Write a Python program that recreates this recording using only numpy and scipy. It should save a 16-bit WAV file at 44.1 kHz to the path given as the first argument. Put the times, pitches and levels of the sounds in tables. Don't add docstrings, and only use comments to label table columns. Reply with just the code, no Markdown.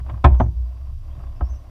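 import sys
import numpy as np
from scipy import signal
from scipy.fft import rfft, irfft, next_fast_len
from scipy.io import wavfile
from scipy.ndimage import uniform_filter1d, minimum_filter1d, map_coordinates

SR = 44100
rng = np.random.default_rng(int(sys.argv[2]) if len(sys.argv) > 2 else 0)


def unload_audio(sound):
    columns = np.transpose(np.atleast_2d(sound))
    steps = np.round(np.clip(columns, -1, 1) * 32767)
    wavfile.write(sys.argv[1], SR, steps.astype(np.int16))


N = 74970

CONTACT_ATTACK_S = 0.00054


def amp(db):
    return 10 ** (np.asarray(db) / 20)


def unit(x):
    return x / np.sqrt(np.mean(x ** 2) + 1e-20)


def along(points, hz):
    f, v = np.transpose(points)
    return np.interp(np.log(hz + 1), np.log(f + 1), v)


def level(rows):
    return amp(np.interp(np.arange(N) / SR, *np.transpose(rows)))


def wobble(rate):
    knots = rng.standard_normal(N // 50)
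    return map_coordinates(knots, [np.arange(N) * rate / SR], mode="wrap")


def filtered(x, response):
    m = next_fast_len(len(x) + 8192)
    hz = np.fft.rfftfreq(m, 1 / SR)
    return irfft(rfft(x, m) * response(hz), m)[:len(x)]


def noise(colour, size):
    white = rng.standard_normal(size)
    return unit(filtered(white, lambda hz: amp(along(colour, hz))))


def fade(t, t60):
    return np.exp(-np.log(1000) * t / t60)


def onset(t, attack):
    return 1 - np.exp(-t / attack)


def ring(t, hz, t60, attack):
    return np.sin(2 * np.pi * hz * t) * fade(t, t60) * onset(t, attack)


def glide(hz):
    return np.sin(2 * np.pi * np.cumsum(hz) / SR)


def add(out, s, x):
    part = out[max(round(s * SR), 0):][:len(x)]
    part += x[:len(part)]


def rumble():
    # time_s, level_db
    swing_level = [(0, -28), (.19, -28), (.23, -31), (.49, -19.5), (.535, -36), (.57, -21), (.63, -20.5),
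                   (.74, -32), (.8, -31), (.96, -30.5), (1.026, -53), (1.074, -30.5), (1.19, -37.5),
                   (1.3, -28), (1.38, -52), (1.52, -24.5), (1.6, -39.5), (1.7, -41)]
    # time_s, level_db
    shudder_level = [(0, -31.5), (.08, -56), (.14, -32.5), (.22, -51.5), (.3, -25.5), (.38, -42),
                     (.43, -19.5), (.49, -27), (.54, -40), (.62, -47.5), (.82, -66), (.9, -40.5),
                     (1.0, -57), (1.12, -46), (1.2, -38.5), (1.27, -53), (1.45, -39.5), (1.55, -80.5),
                     (1.7, -64)]
    # frequency_hz, level_db
    shudder_colour = [(70, -25.5), (105, 11), (140, -1.5), (190, -10), (260, -18), (360, -25), (460, -31.5),
                      (900, -81)]
    # frequency_hz, level_db
    broad_colour = [(15, -15.5), (27, 22.5), (40, -19), (60, -10.5), (80, 7.5), (110, 3.5), (160, -21.5),
                    (300, -50)]
    swing_hz = 63.3 + 3.72 * wobble(22)
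    swing = unit(glide(swing_hz) * amp(0.58 * wobble(25)))
    shudder = noise(shudder_colour, N)
    broad = amp(-35) * noise(broad_colour, N)
    return level(swing_level) * swing + level(shudder_level) * shudder + broad


def slip_ticks():
    # frequency_hz, level_db
    tick_colour = [(300, -15), (700, 2.5), (1150, -1), (1600, -8), (2600, -12.5), (4000, -23.5),
                   (9000, -39)]
    ticks_per_s, spread_db, t60_s = 120, 1.5, .02
    chance, size = rng.random(N), rng.standard_normal(N)
    slips = (chance < ticks_per_s / SR) * amp(spread_db * np.clip(size, -2, 2))
    t = np.arange(SR // 10) / SR
    tick = noise(tick_colour, len(t)) * fade(t, t60_s)
    return signal.fftconvolve(slips, tick)[:N]


def rubbing():
    # time_s, level_db
    rub_level = [(0, -42.5), (.03, -63), (.07, -48), (.15, -51), (.22, -56.5), (.35, -47.5), (.48, -68.5),
                 (.58, -60.5), (.75, -55.5), (.9, -58), (.97, -68.5), (1.06, -55.5), (1.23, -52),
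                 (1.36, -55.5), (1.48, -51.5), (1.58, -56), (1.7, -54.5)]
    # frequency_hz, level_db
    rub_colour = [(100, -5), (200, -4), (280, 1.5), (370, -3.5), (460, -13.5), (600, 1), (730, -2),
                  (850, -11.5), (1100, -1.5), (1400, -21.5), (2000, -21), (4000, -36), (10000, -41)]
    rub = unit(noise(rub_colour, N) * amp(0.82 * wobble(97)))
    return level(rub_level) * (rub + amp(-3) * slip_ticks())


def still_air():
    # frequency_hz, level_db
    air_colour = [(880, -36.5), (1500, 14), (2040, 3), (2630, 13.5), (3990, 10.5), (4880, 4.5), (5650, 13),
                  (14200, -73.5), (15200, -38.5)]
    return amp(-71) * noise(air_colour, N)


def insect():
    centre_hz, half_width_hz = 4765, 120
    white = rng.standard_normal(N)
    return amp(-76.5) * unit(filtered(white, lambda hz: 1 / (1 + ((hz - centre_hz) / half_width_hz) ** 2)))


def knock_clatter(size):
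    # frequency_hz, level_db
    clatter_colour = [(100, 5.5), (250, -3), (370, 0.5), (430, -21), (500, -22), (590, 2), (1100, 0.5),
                      (1500, -10), (2600, -19.5), (3400, -16), (4200, -26), (7000, -35.5), (11000, -42.5),
                      (15000, -58)]
    # frequency_hz, t60_s
    clatter_t60 = [(200, 0.17), (600, 0.065), (1200, 0.05), (3000, 0.047), (8000, .04)]
    tail_db, tail_times = -18, 3
    hz, t, spectrum = signal.stft(noise(clatter_colour, size), SR, nperseg=128)
    t60 = along(clatter_t60, hz)[:, None]
    decay = fade(t, t60) + amp(tail_db) * fade(t, t60 * tail_times)
    return signal.istft(spectrum * decay, SR, nperseg=128)[1][:size]


def shell_ring(t, place):
    # frequency_hz, t60_s, side_db, deck_db, rim_db
    shell_modes = [(104, 0.043, -13.5, -22.5, -17), (129.8, 0.15, -5, -19, -26),
                   (253.6, .10, -22.5, -8, -17), (320, .10, -10, -17, -11.5),
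                   (361.6, 0.15, -29, -7.5, -15.5), (572, 0.077, -24, -14, -10.5),
                   (652, .05, -31, -2, -17.5), (722, 0.064, -11.5, -5, -7),
                   (795.7, 0.1, -13.5, -27.5, -17.5), (922, 0.059, -24.5, -7.5, -27),
                   (1056, 0.041, -1.5, -9.5, -40), (1273, 0.043, -9.5, -13, -6.5),
                   (1379, 0.043, -17, -28.5, -26.5), (1594, 0.057, -15.5, -34.5, -19.5),
                   (1767, 0.059, -25.5, -18.5, -37.5), (2050, 0.023, -42, -32.5, -45.5),
                   (2355, 0.042, -25, -40.5, -46.5), (2480, .08, -27, -40, -45),
                   (3010, 0.031, -44, -35, -30.5)]
    places = ["side", "deck", "rim"]
    column = places.index(place)
    modes = sum(amp(gains[column]) * ring(t, hz, t60, 0.0012) for hz, t60, *gains in shell_modes)
    return amp(-0.5) * modes


def pole_ring(t):
    # frequency_hz, level_db, t60_s
    pole_modes = [(362, -36, .3), (587, -37, .45), (815, -42, .3), (915, -35, .45), (1025, -36, .25),
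                  (1085, -36, .3), (1574, -42, .28), (2207, -48, .25), (2478, -48, .18)]
    return amp(-1.5) * sum(amp(db) * ring(t, hz, t60, 0.029) for hz, db, t60 in pole_modes)


def knocks():
    # start_s, place, ring_db, clatter_db, clatter_corner_hz
    contacts = [(.0625, "side", -41, -43, 3000), (.091, "rim", -35, -37.5, 1204),
                (.0965, "side", -31, -33, 4000), (0.14, "side", -35, -62, 1800),
                (.174, "side", -47, -44.5, 3500), (.2415, "rim", -8.5, -14.5, 6000),
                (.2455, "side", 2.5, -8, 3540), (0.2522, "deck", -7, -14, 2410),
                (0.345, "side", -43, -37.5, 3450), (.4003, "deck", -11.5, -16, 2037),
                (.4045, "deck", -12, -16.5, 1156), (.460, "deck", -38, -51, 2460),
                (1.201, "rim", -40, -54, 1544), (1.236, "side", -43, -43, 2200),
                (1.4085, "rim", -19.5, -27, 1270)]
    out, t = np.zeros(N), np.arange(SR // 2) / SR
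    pole = pole_ring(t)
    for s, place, ring_db, clatter_db, corner_hz in contacts:
        lowpass = signal.butter(2, min(corner_hz, SR * .45), fs=SR)
        clatter = signal.lfilter(*lowpass, knock_clatter(len(t)) * onset(t, CONTACT_ATTACK_S))
        add(out, s, amp(ring_db) * (shell_ring(t, place) + pole) + amp(clatter_db) * clatter)
    return out


def cracks():
    # start_s, level_db
    snaps = [(0.2439, -27), (0.2442, -30.5), (0.2543, -22.5), (0.397, -41.5)]
    # frequency_hz, level_db
    crack_colour = [(1000, -2.5), (3000, 3.5), (5000, -6.5), (8000, -16), (11300, -23.5), (12500, -46)]
    out, t = np.zeros(N), np.arange(SR // 2) / SR
    for s, db in snaps:
        burst = noise(crack_colour, len(t)) * fade(t, .012)
        add(out, s, amp(db) * burst * onset(t, CONTACT_ATTACK_S))
    return out


def booms():
    # start_s, level_db, pitch_hz, t60_s
    swings = [(0.2454, 3.5, 70.1, .22), (0.317, -4.5, 61.7, 0.36), (0.405, -5, 73.3, 0.1),
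              (1.417, -6, 61.2, 0.21), (1.486, -23, 58.7, 0.26)]
    out, t = np.zeros(N), np.arange(SR) / SR
    for s, db, hz, t60 in swings:
        add(out, s, -amp(db) * ring(t, hz, t60, 0.0062))
    return out


def bird_whistles():
    # start_s, length_s, start_hz, end_hz, level_db
    whistles = [(.335, .05, 5700, 5850, -75), (0.376, 0.056, 5930, 6180, -57),
                (0.426, 0.036, 5770, 5120, -70), (1.09, 0.07, 2890, 3850, -63.5),
                (1.257, 0.032, 3500, 3430, -66), (1.343, 0.058, 5230, 5230, -65),
                (1.42, 0.089, 5200, 5780, -60.5), (1.487, 0.04, 5960, 6140, -55),
                (1.533, 0.042, 5920, 5060, -60.5), (1.538, .035, 6000, 6120, -62)]
    birds = np.zeros(N)
    for s, length, start_hz, end_hz, db in whistles:
        u = np.linspace(0, 1, round(length * SR))
        waver_hz = 70 * wobble(250)[:len(u)]
        hz = start_hz + (end_hz - start_hz) * u + waver_hz
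        add(birds, s, amp(db) * np.sin(np.pi * u) * glide(hz))
    t = np.arange(SR // 2) / SR
    shore = rng.standard_normal(len(t)) * fade(t, .3)
    echo = signal.fftconvolve(birds, shore / np.linalg.norm(shore))[:N]
    return .7 * birds + .6 * echo


def scene():
    boat = rumble() + rubbing() + knocks() + cracks() + booms()
    lake = still_air() + insect() + bird_whistles()
    return (boat + lake)[None]


def record(dry):
    top_hz, peak, hold_s = 15400, 1, .002
    x = signal.lfilter(*signal.butter(1, 12, "high", fs=SR), dry[0])
    hold = round(hold_s * SR)
    gain = peak / np.maximum(np.abs(x), peak)
    gain = uniform_filter1d(minimum_filter1d(gain, hold), hold)
    return filtered(x * gain, lambda hz: hz < top_hz)[None]


dry = scene()
out = record(dry)
unload_audio(out)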